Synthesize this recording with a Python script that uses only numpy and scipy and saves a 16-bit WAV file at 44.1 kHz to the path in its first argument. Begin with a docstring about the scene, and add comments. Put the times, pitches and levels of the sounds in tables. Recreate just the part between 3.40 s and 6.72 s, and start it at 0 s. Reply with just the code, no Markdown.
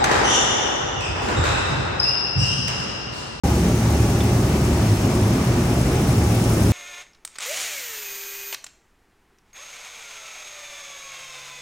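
"""A drum coffee roaster roars in a workshop, heard from in front of its cooling tray.
Burner and cooling air rush through booming ducts; the motors hum and whine faintly.
Stirring arms push roasted beans round the tray: a fine, dense rustle whose treble swells
as the listener leans in. Now and then beans drop off an arm, and one clinks on the steel."""
import sys
import numpy as np
from scipy import signal
from scipy.fft import rfft, irfft, next_fast_len
from scipy.io import wavfile
from scipy.ndimage import uniform_filter1d

SR = 44100
rng = np.random.default_rng(int(sys.argv[2]) if len(sys.argv) > 2 else 0)


def master_out(mix):
    """Clip the mix to full scale and print it as 16-bit PCM to the path in sys.argv[1]."""
    frames = np.transpose(np.atleast_2d(mix))
    ceiling = np.clip(frames, -1, 1)
    pcm = np.round(ceiling * 32767).astype(np.int16)
    wavfile.write(sys.argv[1], SR, pcm)


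N = 146412
TIME = np.arange(N) / SR
SIDES = np.array([[1], [-1]])  # plus for left, minus for right


def from_db(db):
    """Turn decibels into a number to multiply by."""
    return 10 ** (np.asarray(db) / 20)


def unit_power(x):
    """Scale a signal so that its average power is 1."""
    return x / np.sqrt(np.mean(x ** 2) + 1e-20)


def at_hz(points, hz):
    """Read between a table's rows, giving every octave equal room."""
    row_hz, value = np.transpose(points)
    return np.interp(np.log(np.maximum(hz, 1)), np.log(row_hz), value)


def swell(points):
    """Make a smooth volume curve from rows of seconds and dB."""
    return from_db(np.interp(TIME, *np.transpose(points)))


def drift(rate_hz):
    """A smooth random wobble, about 1 in size; a higher rate wobbles faster."""
    step, warm_up = 40, 2000
    pole = np.exp(-2 * np.pi * rate_hz * step / SR)
    noise = rng.standard_normal(N // step + warm_up + 2)
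    slow = signal.lfilter([1], [1, -2 * pole, pole * pole], noise)[warm_up:]
    return np.interp(np.arange(N) / step, np.arange(len(slow)), unit_power(slow))


def ring(clicks, hz, fade_s):
    """Each click starts a pure tone that dies away by 60 dB in fade_s seconds."""
    decay, angle = np.exp(-np.log(1000) / (fade_s * SR)), 2 * np.pi * hz / SR
    return signal.lfilter([0, np.sin(angle)], [1, -2 * decay * np.cos(angle), decay ** 2], clicks + 1e-18)


# How alike the two sides sound. Each row: pitch in Hz, likeness from -1 (opposite) to 1 (same).
SIDE_LIKENESS = [(100, .9995), (200, 1), (380, 0.97), (700, 0.75), (1300, 0.54), (1900, 0.35),
                 (2400, -0.073), (3200, -0.32), (4300, 0.33), (5500, 0.048), (6600, 0.41), (8000, 1),
                 (15000, 0.69)]
# Which side is louder. Each row: pitch in Hz, left minus right in dB.
SIDE_BALANCE = [(380, 0), (700, 1.7), (1300, 2), (2400, 1.5), (4400, 1.5), (9000, 0)]
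def place(mid, side, hz):
    """Mix two unrelated signals into left and right, as alike as the room leaves them."""
    alike = np.clip(at_hz(SIDE_LIKENESS, hz), -.9995, .9995)
    stereo = np.sqrt((1 + alike) / 2) * mid + np.sqrt((1 - alike) / 2) * side * SIDES
    return stereo * from_db(SIDES * at_hz(SIDE_BALANCE, hz) / 2)


def reflections(hz, count=10, longest_s=.03, echo_db=-12):
    """Short echoes off walls and steel make some pitches louder and others softer."""
    delays = rng.uniform(.1, 1, count) * longest_s
    echoes = sum(np.exp(-2j * np.pi * hz * delay) for delay in delays) / np.sqrt(count)
    reach = np.minimum(hz / 600, 1) ** 2  # the effect fades below 600 Hz
    return unit_power(np.abs(1 + from_db(echo_db) * echoes * reach))


# How far the left side's noise runs ahead. Each row: pitch in Hz, lead in radians.
LEFT_LEAD = [(20, 0), (120, 0), (430, 0.15), (900, 0.92), (1800, 0.01), (2600, 0.77), (4000, 0.65),
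             (5500, 0.7), (8000, 0)]
def noise_bands(spectrum, count=14):
    """Shape stereo noise and split it into overlapping bands, each paired with its centre in Hz."""
    size = next_fast_len(N, True)
    hz = np.arange(size // 2 + 1) * SR / size
    colour = unit_power(from_db(at_hz(spectrum, hz)) * reflections(hz))
    lead = np.exp(.5j * at_hz(LEFT_LEAD, hz) * SIDES)
    white = rfft(rng.standard_normal((2, size)))
    noise = place(*white, hz) * colour * lead
    centres = np.geomspace(60, 14000, count)
    for centre in centres:
        share = at_hz(np.c_[centres, centres == centre], hz)
        yield centre, irfft(noise * share, size)[:, :N]


# The tone colour of burner and air. Each row: pitch in Hz, relative strength in dB.
ROAR_COLOUR = [(20, -26), (31, -14), (45, -9.5), (85, -0.5), (105, -1.5), (135, 0), (190, 0), (280, -5),
               (350, -3), (410, -6.5), (460, -12), (720, -14), (1050, -18), (1700, -23.5), (2500, -24),
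               (3600, -29), (8000, -37), (16000, -113)]
def air_roar(level_db=-21, flutter_db=.8):
    """Swirling air roars; every band flutters, partly in step with the rest."""
    shared_db = .35 * drift(13)
    return sum(band * from_db(level_db + shared_db + flutter_db * drift(6.8))
               for _, band in noise_bands(ROAR_COLOUR))


def resonances(table, steady_s=.2):
    """Swirling air keeps hollow spaces throbbing, at a strength that is steady in the long run."""
    out = 0
    for hz, width_hz, db in table:
        b, a = signal.iirpeak(hz, hz / width_hz, fs=SR)
        air = rng.standard_normal(N + SR)
        throb = signal.lfilter(b, a, signal.lfilter(b, a, air))[SR:]  # skip the build-up
        strength = np.sqrt(uniform_filter1d(throb ** 2, int(steady_s * SR)) + 1e-18)
        out = out + from_db(db) * unit_power(throb / strength)
    return out


# The path of the booming note. 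Each row: time in seconds, pitch in Hz, level in dB.
BOOM_PATH = [(0.05, 116, -26), (0.09, 118.5, -22), (0.26, 118.6, -43), (0.31, 113.4, -20),
             (0.42, 113, -20.5), (0.5, 112.3, -20), (0.565, 109.6, -41), (0.615, 110.5, -13),
             (0.68, 112, -27.5), (0.79, 111.6, -23.5), (0.85, 114.3, -20), (0.93, 109.8, -21.5),
             (0.97, 110.8, -17.5), (1.05, 111.8, -19), (1.14, 112.3, -40), (1.29, 116.2, -21),
             (1.355, 110, -31), (1.4, 107.3, -20), (1.53, 107, -16), (1.63, 107.4, -24.5),
             (1.69, 110.1, -19.5), (1.74, 109.1, -25), (1.88, 110, -16.5), (2.01, 116, -34.5),
             (2.11, 122.6, -20), (2.28, 112.7, -27), (2.37, 117.6, -22.5), (2.46, 122, -28),
             (2.54, 128.8, -19.5), (2.64, 124, -49), (2.705, 120.5, -14.5), (2.745, 111.6, -35),
             (2.785, 112, -9), (2.83, 111, -47), (2.88, 114, -20.5), (3.079, 113.6, -22),
             (3.16, 108, -22.5), (3.23, 107.8, -20), (3.32, 107, -17)]
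def duct_boom(wander_hz=3.5, flutter_db=1.5):
    """The strongest resonance of the ducts throbs as one wavering low note."""
    times, hz, db = np.transpose(BOOM_PATH)
    pitch = np.interp(TIME, times, hz) + wander_hz * drift(20)
    note = np.sin(2 * np.pi * (np.cumsum(pitch) / SR + rng.random()))
    flutter = from_db(flutter_db * drift(20))
    return unit_power(note * flutter) * swell(np.c_[times, db])


# Duct and drum notes, a deep rumble and a higher drone. Each row: pitch in Hz, width in Hz, level in dB.
DUCT_NOTES = [(53.5, 5.5, -32.5), (135.2, 13.4, -30.5), (212.4, 1.9, -34), (256.4, 9.6, -34.5),
              (306.4, 30, -36.5)]
RUMBLE_NOTE = [(73.5, 2.5, -25.5)]
DRONE_NOTE = [(176.3, 3.94, -31)]
# How the rumble and the drone swell and sink. Each row: time in seconds, added level in dB.
RUMBLE_SWELL = [(.1, 2.5), (.42, -6), (.52, 4), (.8, 0), (.95, -4), (1.3, 3), (1.5, -4), (2.55, -5),
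                (2.85, 2), (3.02, -10), (3.25, 1.5)]
DRONE_SWELL = [(.05, -2), (.26, 10.5), (.55, -6), (.8, 1.5), (1.5, -14), (2.0, -2.5), (3.3, 0.5)]
def ducts(right_delay_s=4.5e-5):
    """Airflow sets the ducts droning; the sound reaches the left side a moment earlier."""
    left = resonances(DUCT_NOTES) + duct_boom()
    left += resonances(RUMBLE_NOTE) * swell(RUMBLE_SWELL)
    left += resonances(DRONE_NOTE) * swell(DRONE_SWELL)
    right = np.interp(TIME - right_delay_s, TIME, left)
    return np.array([left, right])


# The housing's hollow notes. Each row: pitch in Hz, width in Hz, level in dB.
HOUSING_NOTES = [(770, 70, -40.5), (828, 40, -43)]
# How they come and go. Each row: time in seconds, added level in dB.
HOUSING_SWELL = [(.09, 8), (.25, -4), (.5, 3), (1.3, -9), (2.4, -6), (2.85, 3), (3.2, -8)]
def hollow_housing():
    """The airflow draws a hollow, breathy ring from the housing."""
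    mid, side = resonances(HOUSING_NOTES), resonances(HOUSING_NOTES)
    return place(mid, side, hz=HOUSING_NOTES[0][0]) * swell(HOUSING_SWELL)


def tones(table, wander_hz=2, waver_db=2):
    """Steady machine tones waver in the room's echoes."""
    out = 0
    for hz, db in table:
        pitch = hz + wander_hz * drift(3.1)
        phase = 2 * np.pi * (np.cumsum(pitch) / SR + rng.random())
        mid = unit_power(np.sin(phase) * from_db(waver_db * drift(1.5)))
        side = unit_power(np.cos(phase) * from_db(waver_db * drift(1.5)))
        out = out + from_db(db) * place(mid, side * rng.choice([-1, 1]), hz)
    return out


# The hum, the high whine and the strongest whine. Each row: pitch in Hz, level in dB.
HUM_TONES = [(221, -36), (359, -37.5), (541, -44.5), (600, -48.5), (659, -48), (719, -49.5), (834, -49),
             (942, -49), (1159, -53), (1254, -50.5), (1356, -53.5), (1668, -55.5), (2284, -56.5),
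             (2850, -57.5)]
WHINE_TONES = [(4864, -61), (5226, -57), (5314, -56.5), (5652, -57.5), (5840, -59), (6164, -56),
               (6686, -59), (7009, -60.5)]
MAIN_WHINE_TONE = [(6056, -54.5)]
# How the strongest whine swells. Each row: time in seconds, added level in dB.
MAIN_WHINE_SWELL = [(0, -2), (.7, 8), (1.2, -1), (3.3, 4)]
def motors():
    """The motors and fan hum while the drive whines high above them."""
    return tones(HUM_TONES) + tones(WHINE_TONES) + tones(MAIN_WHINE_TONE) * swell(MAIN_WHINE_SWELL)


# How the rustle changes. Each row: time in seconds, dB added to its body, dB added to its treble.
RUSTLE_SWELL = [(0, 0, 2), (.7, -1, 3), (1.1, -2, 2.5), (1.5, -.5, 2.5), (1.9, -2, 1), (2.3, -2.5, 3),
                (2.7, -4.5, 3.5), (3.0, -2.5, 5), (3.3, -3, 6)]
def rustle_db(hz, body_hz=5500, treble_hz=9200):
    """The level added to the stirred beans' rustle over time, at one pitch."""
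    times, body, treble = np.transpose(RUSTLE_SWELL)
    treble_share = at_hz([(body_hz, 0), (treble_hz, 1)], hz)
    return np.interp(TIME, times, body + treble_share * (treble - body))


# The tone colour of sliding beans. Each row: pitch in Hz, relative strength in dB.
BEAN_COLOUR = [(1200, 2.5), (2500, -9), (4000, 0.5), (5800, 8), (7500, -1.5), (9500, -1), (12000, -10.5),
               (15500, -8)]
def sliding_beans(level_db=-38, flutter_db=.7):
    """Countless beans rubbing together merge into a hiss."""
    return sum(band * from_db(level_db + rustle_db(hz) + flutter_db * drift(58))
               for hz, band in noise_bands(BEAN_COLOUR))


# The tray's high notes. Each row: pitch in Hz, width in Hz, then a level in dB for each of times_s.
TRAY_NOTES = [(5250, 220, -51, -52, -46.5), (5740, 110, -77, -55, -48), (6070, 140, -45, -68, -54),
              (6950, 190, -51, -53, -52), (8500, 300, -67, -71, -58)]
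def ringing_tray(times_s=(.4, 1.5, 2.7)):
    """Sliding beans keep the tray ringing; the mix of notes shifts as the listener moves."""
    out = 0
    for hz, width_hz, *levels_db in TRAY_NOTES:
        b, a = signal.iirpeak(hz, hz / width_hz, fs=SR)
        ringing = signal.lfilter(b, a, rng.standard_normal((2, N)))
        out = out + unit_power(place(*ringing, hz)) * swell(np.c_[times_s, levels_db])
    return out


def tumbling_beans(level_db=-43.5, base_ticks_per_s=2600, pitch_count=14):
    """Single beans knock together in little clumps, each a tiny tick somewhere in the tray."""
    sizes = from_db(2.2 * np.minimum(rng.exponential(1, N), 5))  # many small, a few big
    sizes *= rng.choice([-1, 1], N)
    # The chance of a tick wobbles quickly, which bunches the ticks into clumps.
    clicks = sizes * (rng.random(N) < base_ticks_per_s / SR * from_db(4.5 * drift(50)))
    pan = from_db(rng.normal(0, .46, N) * SIDES)
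    pitch_choice = rng.integers(0, pitch_count, N)
    ticks = 0
    for k, hz in enumerate(np.geomspace(4000, 13000, pitch_count)):
        ringing = ring(clicks * pan * (pitch_choice == k), hz, fade_s=7 / hz)  # seven vibrations long
        ticks = ticks + ringing * from_db(rustle_db(hz)) * np.sqrt(hz)
    return from_db(level_db) * unit_power(ticks)


# Beans falling off an arm. Each row: start in seconds, rough peak level in dB.
BEAN_DROPS = [(.618, -28), (1.249, -26), (1.753, -28.5), (1.812, -28.5), (2.415, -29.5), (2.555, -29.5),
              (3.04, -27), (3.134, -25)]
def dropping_beans(band_hz=(6000, 10000), fade_s=.035):
    """Now and then a few beans drop off an arm with a crisp tick."""
    band = signal.butter(2, band_hz, "band", fs=SR, output="sos")
    crisp = unit_power(signal.sosfilt(band, rng.standard_normal(N)))
    volume = 0
    for start, peak_db in BEAN_DROPS:
        db = peak_db - 6 - 60 * np.abs(TIME - start) / fade_s  # noise peaks about 6 dB over its average
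        volume = volume + (TIME >= start) * from_db(db)
    return crisp * volume


# A bean hitting the tray. Each row: start in seconds, level in dB.
BEAN_HITS = [(.806, -29.5)]
# The notes of the tray's steel. Each row: pitch in Hz, added level in dB.
STEEL_NOTES = [(2330, -5), (3080, -5), (3420, 1.5), (3600, 0)]
def clinking_bean():
    """A bean strikes the tray and the steel rings briefly."""
    knocks = sum(from_db(db) * (np.arange(N) == int(start * SR)) for start, db in BEAN_HITS)
    return sum(from_db(db) * ring(knocks, hz, fade_s=.05) for hz, db in STEEL_NOTES)


# An arm shoving a heap of beans.
# Each row: loudest moment in seconds, rise and fall time in seconds, centre pitch in Hz, level in dB.
ARM_SHOVES = [(.82, 0.045, 2200, -45), (1.25, 0.021, 8970, -54), (1.387, 0.053, 2000, -46),
              (1.774, 0.041, 1077, -41), (2.059, 0.08, 1893, -44), (2.1, 0.33, 1190, -46),
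              (3.166, 0.16, 8370, -54)]
def shoved_beans(width_octaves=.97):
    """Small avalanches in front of the arms swish up and die away."""
    out = 0
    for peak_s, rise_s, hz, db in ARM_SHOVES:
        edges_hz = hz * 2 ** (width_octaves * np.array([-.5, .5]))
        band = signal.butter(2, edges_hz, "band", fs=SR, output="sos")
        swish = signal.sosfilt(band, rng.standard_normal((2, N)))
        volume = from_db(db) * np.exp(-((TIME - peak_s) / rise_s) ** 2)
        out = out + unit_power(place(*swish, hz)) * volume
    return out


def scene():
    """The running machine and the beans in its tray, heard together."""
    machine = air_roar() + ducts() + hollow_housing() + motors()
    rustle = sliding_beans() + ringing_tray() + tumbling_beans()
    return machine + rustle + dropping_beans() + shoved_beans() + clinking_bean()


def record(dry, start_s=.035, cutoff_hz=15900):
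    """The sound starts after a moment of silence, and the highest treble is cut away."""
    fade_in = np.clip((TIME - start_s) / .002, 0, 1)
    low_pass = signal.firwin(401, cutoff_hz, fs=SR)
    return signal.fftconvolve(dry * fade_in, low_pass[None], mode="same", axes=1)


dry = scene()
out = record(dry)
master_out(out)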